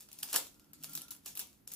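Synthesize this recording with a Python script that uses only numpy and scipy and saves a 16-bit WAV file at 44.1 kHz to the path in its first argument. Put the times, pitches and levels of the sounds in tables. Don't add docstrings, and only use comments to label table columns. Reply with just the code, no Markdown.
import sys
import numpy as np
from scipy import signal
from scipy.fft import rfft, irfft, next_fast_len
from scipy.io import wavfile
from scipy.ndimage import uniform_filter1d, minimum_filter1d

SR = 44100
rng = np.random.default_rng(int(sys.argv[2]) if len(sys.argv) > 2 else 0)


def to_wav(s):
    ch = np.atleast_2d(s).T
    pcm = np.round(np.clip(ch, -1, 1) * 32767)
    wavfile.write(sys.argv[1], SR, pcm.astype(np.int16))


def level_to_linear(level):
    exponent = np.asarray(level, float) / 20
    return 10 ** exponent


N = 77175

# (peak time [s], peak rms level [dB], fall [ms], bass tilt
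# [dB/octave])
FOIL_CREASES = [(0.0068, -49.5, 3.3, -1.5), (0.0114, -52, 1.7, -3), (0.0277, -55.5, 0.97, -1),
                (0.0882, -53, 2.8, 2.1), (0.1163, -49.5, 1.3, 1), (0.1223, -57, 1.0, -10),
                (0.1298, -43, 1.7, -1), (0.1811, -56, 0.8, -16), (0.1887, -42, 1.8, -4),
                (0.2033, -50, 1.4, 2.8), (0.2288, -38, 2.5, -1.3), (0.2314, -30, 1.5, 0.5),
                (0.2886, -45, 1.2, 4), (0.2972, -51, 0.78, -2), (0.3299, -29.5, 1.07, -0.5),
                (0.3332, -31, 1.6, 2.5), (0.3417, -30.5, 1.2, 4), (0.3447, -30.5, 2.8, 4),
                (0.3487, -36, 2, 8), (0.3558, -33, 3.7, 3.5), (0.3598, -23.8, 2.5, -3.5),
                (0.362, -20.5, 0.94, 1.72), (0.3654, -28, 0.45, 1.96), (0.469, -48, 2.5, 3),
                (0.5443, -57.1, 0.37, 3.8), (0.5972, -57, 1.5, 3.2), (0.645, -62, 0.41, 7),
                (0.7336, -44.5, 1.43, 0), (0.8283, -49, 2.8, -0.3), (0.8365, -37, 1.5, -6),
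                 (0.8426, -40.5, 2.5, 3.3), (0.8444, -36, 0.26, -1.5), (0.896, -43, 0.69, -10),
                 (0.9192, -60, 0.59, -6), (0.935, -40, 2.3, -7), (0.9437, -49, 1.8, 1.5),
                 (0.9529, -29.5, 2.5, -4.5), (0.9756, -35.5, 2.1, 0.1), (1.0113, -47.5, 1.2, 2.8),
                 (1.0184, -41, 2.1, -1.5), (1.083, -50, 2.2, 1.2), (1.1075, -37, 1.0, -3.5),
                 (1.1107, -34, 0.64, -4.5), (1.1186, -44.5, 1.1, 2.9), (1.15, -54, 1.3, 3.5),
                 (1.165, -50, 0.85, -6),
                (1.248, -53.5, 2.2, -13), (1.2565, -58, 2.5, 1), (1.26, -37.5, 1.7, -4),
                (1.2625, -37.5, 0.9, 0.5), (1.2674, -44.5, 3.2, 2.5), (1.2771, -43, 3.1, -4),
                (1.3536, -42.5, 1.9, 0.2), (1.361, -45.2, 1.0, -9), (1.368, -48, 2.5, 1),
                (1.3735, -32, 0.73, -4), (1.3761, -38, 1.7, 0.1), (1.3939, -35, 2.3, -2),
                (1.3942, -36.5, 2.9, -3.5), (1.398, -32.5, 0.99, 0.5), (1.4033, -40, 1.2, 2),
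                (1.53, -60.5, 0.7, 2), (1.674, -55, 3, 2.5), (1.6762, -38, 1.26, -3),
                (1.7181, -41.5, 4.6, 0.5), (1.7213, -40.5, 0.7, -5), (1.7307, -47.5, 1, -1),
                (1.7374, -33, 0.79, -7.5), (1.415, -45.5, 1.1, 2.7), (1.424, -45, 1.1, -2),
                (1.4715, -55, 1.2, -1), (1.748, -54, 1.1, -6)]
# (frequency [Hz], level [dB])
FILM_COLOUR = [(110, -33.5), (380, -8.5), (1000, -6), (1900, -9), (2800, -2.5), (3600, -2), (6000, 2.5),
               (12500, 3.5), (16000, 2.5)]
# (time [s], level [dB])
HANDLING_EFFORT = [(0, -54.5), (.07, -70), (.2, -60.5), (.31, -47), (.37, -40), (.5, -68.5), (.62, -77),
                   (.72, -76.5), (.815, -62), (.85, -58), (.96, -54), (1.06, -68), (1.22, -76), (1.28, -49),
                   (1.345, -64.5), (1.43, -61), (1.52, -69), (1.66, -89), (1.7, -54), (1.75, -65)]
# (time [s], pitch [Hz], level [dB])
FINGER_SQUEAK = [(.55, 1390, -88), (0.619, 1401, -79), (0.801, 1331, -86), (0.849, 1343, -78),
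                 (.92, 1405, -71.5), (.98, 1280, -69.5), (1.041, 1386, -70.5), (1.1, 1394, -69),
                 (1.2, 1407, -85), (1.25, 1400, -115)]
# (frequency [Hz], level difference [dB])
LEFT_OVER_RIGHT = [(300, 1.5), (1000, -3.5), (2500, -7.5), (5000, -2.5), (9000, 0), (14000, 6.5)]
# (frequency [Hz], 60 dB decay time [s])
ROOM_DECAY = [(300, 0.42), (800, 0.19), (2100, 0.25), (5500, 0.19), (14600, 0.11)]
# (time [s], level [dB])
TABLE_RUMBLE = [(0.0, -75.5), (0.258, -63), (0.292, -76), (0.36, -61), (0.57, -67.5), (0.988, -57),
                (1.048, -65.5), (1.666, -69), (1.75, -64.5)]
# (frequency [Hz], width [Hz], level [dB])
TABLE_MODES = [(154.5, 26, -75), (202.7, 12.8, -78), (261.8, 64, -73), (299.6, 21.3, -77)]
# (frequency [Hz], level [dB])
LOW_NOISE = [(12, -40), (20, -26), (42, -11.5), (59, -9.5), (122, -12), (157, -25.5), (214, -3.5),
             (238, -19.5), (450, -84), (580, -88), (990, -120)]
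# (frequency [Hz], level [dB])
HISS = [(210, -36), (350, -6), (411, -15), (804, -19), (1820, -24.5), (9000, -32.5), (12000, -20),
        (16000, -35)]


def at_hz(points, hz):
    table_hz, values = np.transpose(points)
    return np.interp(np.log(np.maximum(hz, 1)), np.log(table_hz), values)


def in_time(rows):
    s, values = np.transpose(rows)
    return np.interp(np.arange(N) / SR, s, values)


def rms_one(x):
    return x / np.sqrt(np.mean(x ** 2) + 1e-20)


def film(clicks, tilt_db, ripple_db):
    size = 2 * next_fast_len(len(clicks) // 2 + 512)
    hz = np.arange(size // 2 + 1) * SR / size
    patches_db = np.interp(np.sqrt(hz), np.linspace(0, np.sqrt(SR / 2), len(ripple_db)), ripple_db)
    octaves = np.log2(np.clip(hz, 900.0, 12000.0) / 8000)
    db = at_hz(FILM_COLOUR, hz) - 0.75 * tilt_db * octaves + patches_db
    both_sides_db = np.r_[db, db[-2:0:-1]]
    log_response = np.conj(signal.hilbert(both_sides_db)[:hz.size]) * np.log(10) / 20
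    return irfft(rfft(clicks, size) * np.exp(log_response), size)[:len(clicks)]


def click_swarm(ms, fall_ms):
    clicks_per_ms, size_spread_db = 30.0, 1.5
    rise_share, longest_fall_ms = 0.55, 2.2
    echo_ms, echo_share = 0.71, 0.4
    present = rng.random(ms.size) < clicks_per_ms * 1000 / SR
    size_db = size_spread_db * np.minimum(rng.exponential(1, ms.size), 3.0)
    swarm = present * level_to_linear(size_db) * rng.choice([-1, 1], ms.size)
    fall_ms = np.clip(fall_ms, 0.3, longest_fall_ms)
    slope_ms = fall_ms * np.where(ms < 0, rise_share, 1)
    swarm = swarm * np.exp(-np.abs(ms / slope_ms) ** 1.25)
    return swarm + echo_share * np.roll(swarm, int(echo_ms * SR / 1000))


def creases():
    snap_db, pan_spread_db, lag_spread_samples = 2.5, 1.5, 1.3
    patch_count, near_ripple_db, far_ripple_db = 30, 2.2, 3.8
    before = 256
    span = np.arange(1024)
    ms = (span - before) / SR * 1000
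    near, far = np.zeros((2, N + 1024)), np.zeros(N + 1024)
    for s, db, fall_ms, tilt_db in FOIL_CREASES:
        swarm = click_swarm(ms, fall_ms)
        snap = film(swarm, tilt_db, near_ripple_db * rng.standard_normal(patch_count))
        peak_rms = np.sqrt(uniform_filter1d(snap ** 2, size=30).max())
        snap = level_to_linear(db + snap_db) * snap / peak_rms
        pan_db, lag = rng.standard_normal(2) * [pan_spread_db, lag_spread_samples]
        at = int(s * SR) - before + span
        near[0, at] += level_to_linear(pan_db / 2) * snap
        near[1, at] += level_to_linear(-pan_db / 2) * np.roll(snap, int(round(lag)))
        one_click = 1.0 * (ms == 0)
        sent = film(one_click, tilt_db, far_ripple_db * rng.standard_normal(patch_count))
        far[at] += rms_one(sent) * np.sqrt(np.mean(snap ** 2))
    return near[:, :N], far[:N]


def crackle():
    ticks_per_s, spread_db = 2500, 3.5
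    size_db = spread_db * np.minimum(rng.exponential(1, N), 4.0)
    sizes = level_to_linear(size_db) * rng.choice([-1, 1], N)
    ticks = sizes * (rng.random(N) < ticks_per_s / SR)
    return level_to_linear(in_time(HANDLING_EFFORT)) * rms_one(film(ticks, 0, np.zeros(2)))


def squeak():
    wobble_hz = 48
    s, hz, db = np.transpose(FINGER_SQUEAK)
    t = np.arange(N) / SR
    slow = signal.butter(2, wobble_hz, fs=SR, output="sos")
    flutter = signal.sosfilt(slow, rng.standard_normal((2, N)))
    turn = np.exp(2j * np.pi * np.cumsum(np.interp(t, s, hz)) / SR)
    wobble = 1 + 0.92 * rms_one(flutter[0]) + 0.7j * rms_one(flutter[1])
    return level_to_linear(np.interp(t, s, db)) * rms_one(np.real(turn * wobble))


def ports(x):
    lag_samples = 1.55
    size = next_fast_len(N + 64)
    hz = np.arange(size // 2 + 1) * SR / size
    side = np.array([[0.5], [-0.5]])
    shift = np.exp(2j * np.pi * hz / SR * side * lag_samples)
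    response = level_to_linear(side * at_hz(LEFT_OVER_RIGHT, hz)) * shift
    return irfft(rfft(x, size) * response, size)[:, :N]


def pair(alike):
    mid, side = rng.standard_normal((2, N))
    alike = np.clip(alike, 0, 1)
    return np.sqrt(1 + alike) * mid + np.sqrt(1 - alike) * side * [[1], [-1]]


def room(x):
    gap_s, late_db, late_t60_s, lowest_hz = 0.003, -21.5, 0.48, 150
    length = SR // 2
    t = np.arange(length) / SR
    noise = rfft(pair(0.1)[:, :length])
    octave = np.log2(np.arange(1, SR // 4 + 2) * 2 / lowest_hz)
    late = level_to_linear(late_db - 60 * t / late_t60_s)
    tail = 0
    for k in range(8):
        band = irfft(noise * np.clip(1 - np.abs(octave - k), 0, 1), length)
        decay = level_to_linear(-60 * t / at_hz(ROOM_DECAY, lowest_hz * 2 ** k))
        tail = tail + band * (decay + late)
    tail = tail * np.clip(t / gap_s - 0.5, 0, 1)
    tail = tail / np.sqrt(np.sum(tail ** 2) / 2)
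    return signal.fftconvolve(x[None], tail, axes=1)[:, :N]


def resonate(x, hz, width_hz):
    r = np.exp(-np.pi * width_hz / SR)
    poles = [1, -2 * r * np.cos(2 * np.pi * hz / SR), r * r]
    return signal.lfilter([(1 - r * r) / 2, 0, (r * r - 1) / 2], poles, x + 1e-18)


def coloured(x, spectrum):
    hz = np.arange(N // 2 + 1) * SR / N
    inside = (hz > spectrum[0][0]) & (hz < spectrum[-1][0])
    return rms_one(irfft(rfft(x) * level_to_linear(at_hz(spectrum, hz)) * inside, N))


def table():
    low_alike = 0.82
    knock_s, knock_length_s, knock_hz, knock_db = 0.865, 0.07, 154, -60
    modes = 0
    for hz, width_hz, db in TABLE_MODES:
        mode = resonate(resonate(pair(low_alike), hz, width_hz), hz, width_hz)
        modes = modes + level_to_linear(db) * rms_one(mode)
    swell_db = in_time(TABLE_RUMBLE)
    t = np.arange(N) / SR
    swell = np.exp(-((t - knock_s) / knock_length_s) ** 2)
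    knock = level_to_linear(knock_db) * swell * np.sin(2 * np.pi * knock_hz * t)
    return modes * level_to_linear(swell_db - swell_db.mean()) + knock


def background():
    low_db, low_lean_db, low_alike = -73, -5.5, 0.82
    hiss_db, hiss_alike = -72.5, 0.13
    side = np.array([[0.5], [-0.5]])
    low = level_to_linear(low_db + low_lean_db * side) * coloured(pair(low_alike), LOW_NOISE)
    return low + level_to_linear(hiss_db) * coloured(pair(hiss_alike), HISS)


def dip(x):
    above_hz, ahead_s, from_db, share = 3500, 0.012, 9.5, 0.27
    top = signal.sosfiltfilt(signal.butter(2, above_hz, "high", fs=SR, output="sos"), x)
    db = 10 * np.log10(uniform_filter1d(np.mean(top ** 2, axis=0), size=130) + 1e-12)
    ahead = int(ahead_s * SR)
    coming_db = -minimum_filter1d(-db, size=ahead, origin=-(ahead // 2))
    loss_db = share * np.clip(coming_db - db - from_db, 0, None)
    return x - top * (1 - level_to_linear(-uniform_filter1d(loss_db, size=40)))


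def scene():
    near, far = creases()
    fine = crackle()
    close = ports(near + fine) + ports(squeak())
    return close + level_to_linear(-2.2) * room(far + fine) + table() + background()


def top_cut(x):
    return signal.sosfilt(signal.butter(12, 16550, fs=SR, output="sos"), x)


def record(dry):
    low_pass = signal.cheby2(16, 45, 15800, fs=SR, output="sos")
    mix = signal.sosfilt(low_pass, dip(dry))
    return top_cut(mix)


dry = scene()
out = record(dry)
to_wav(out)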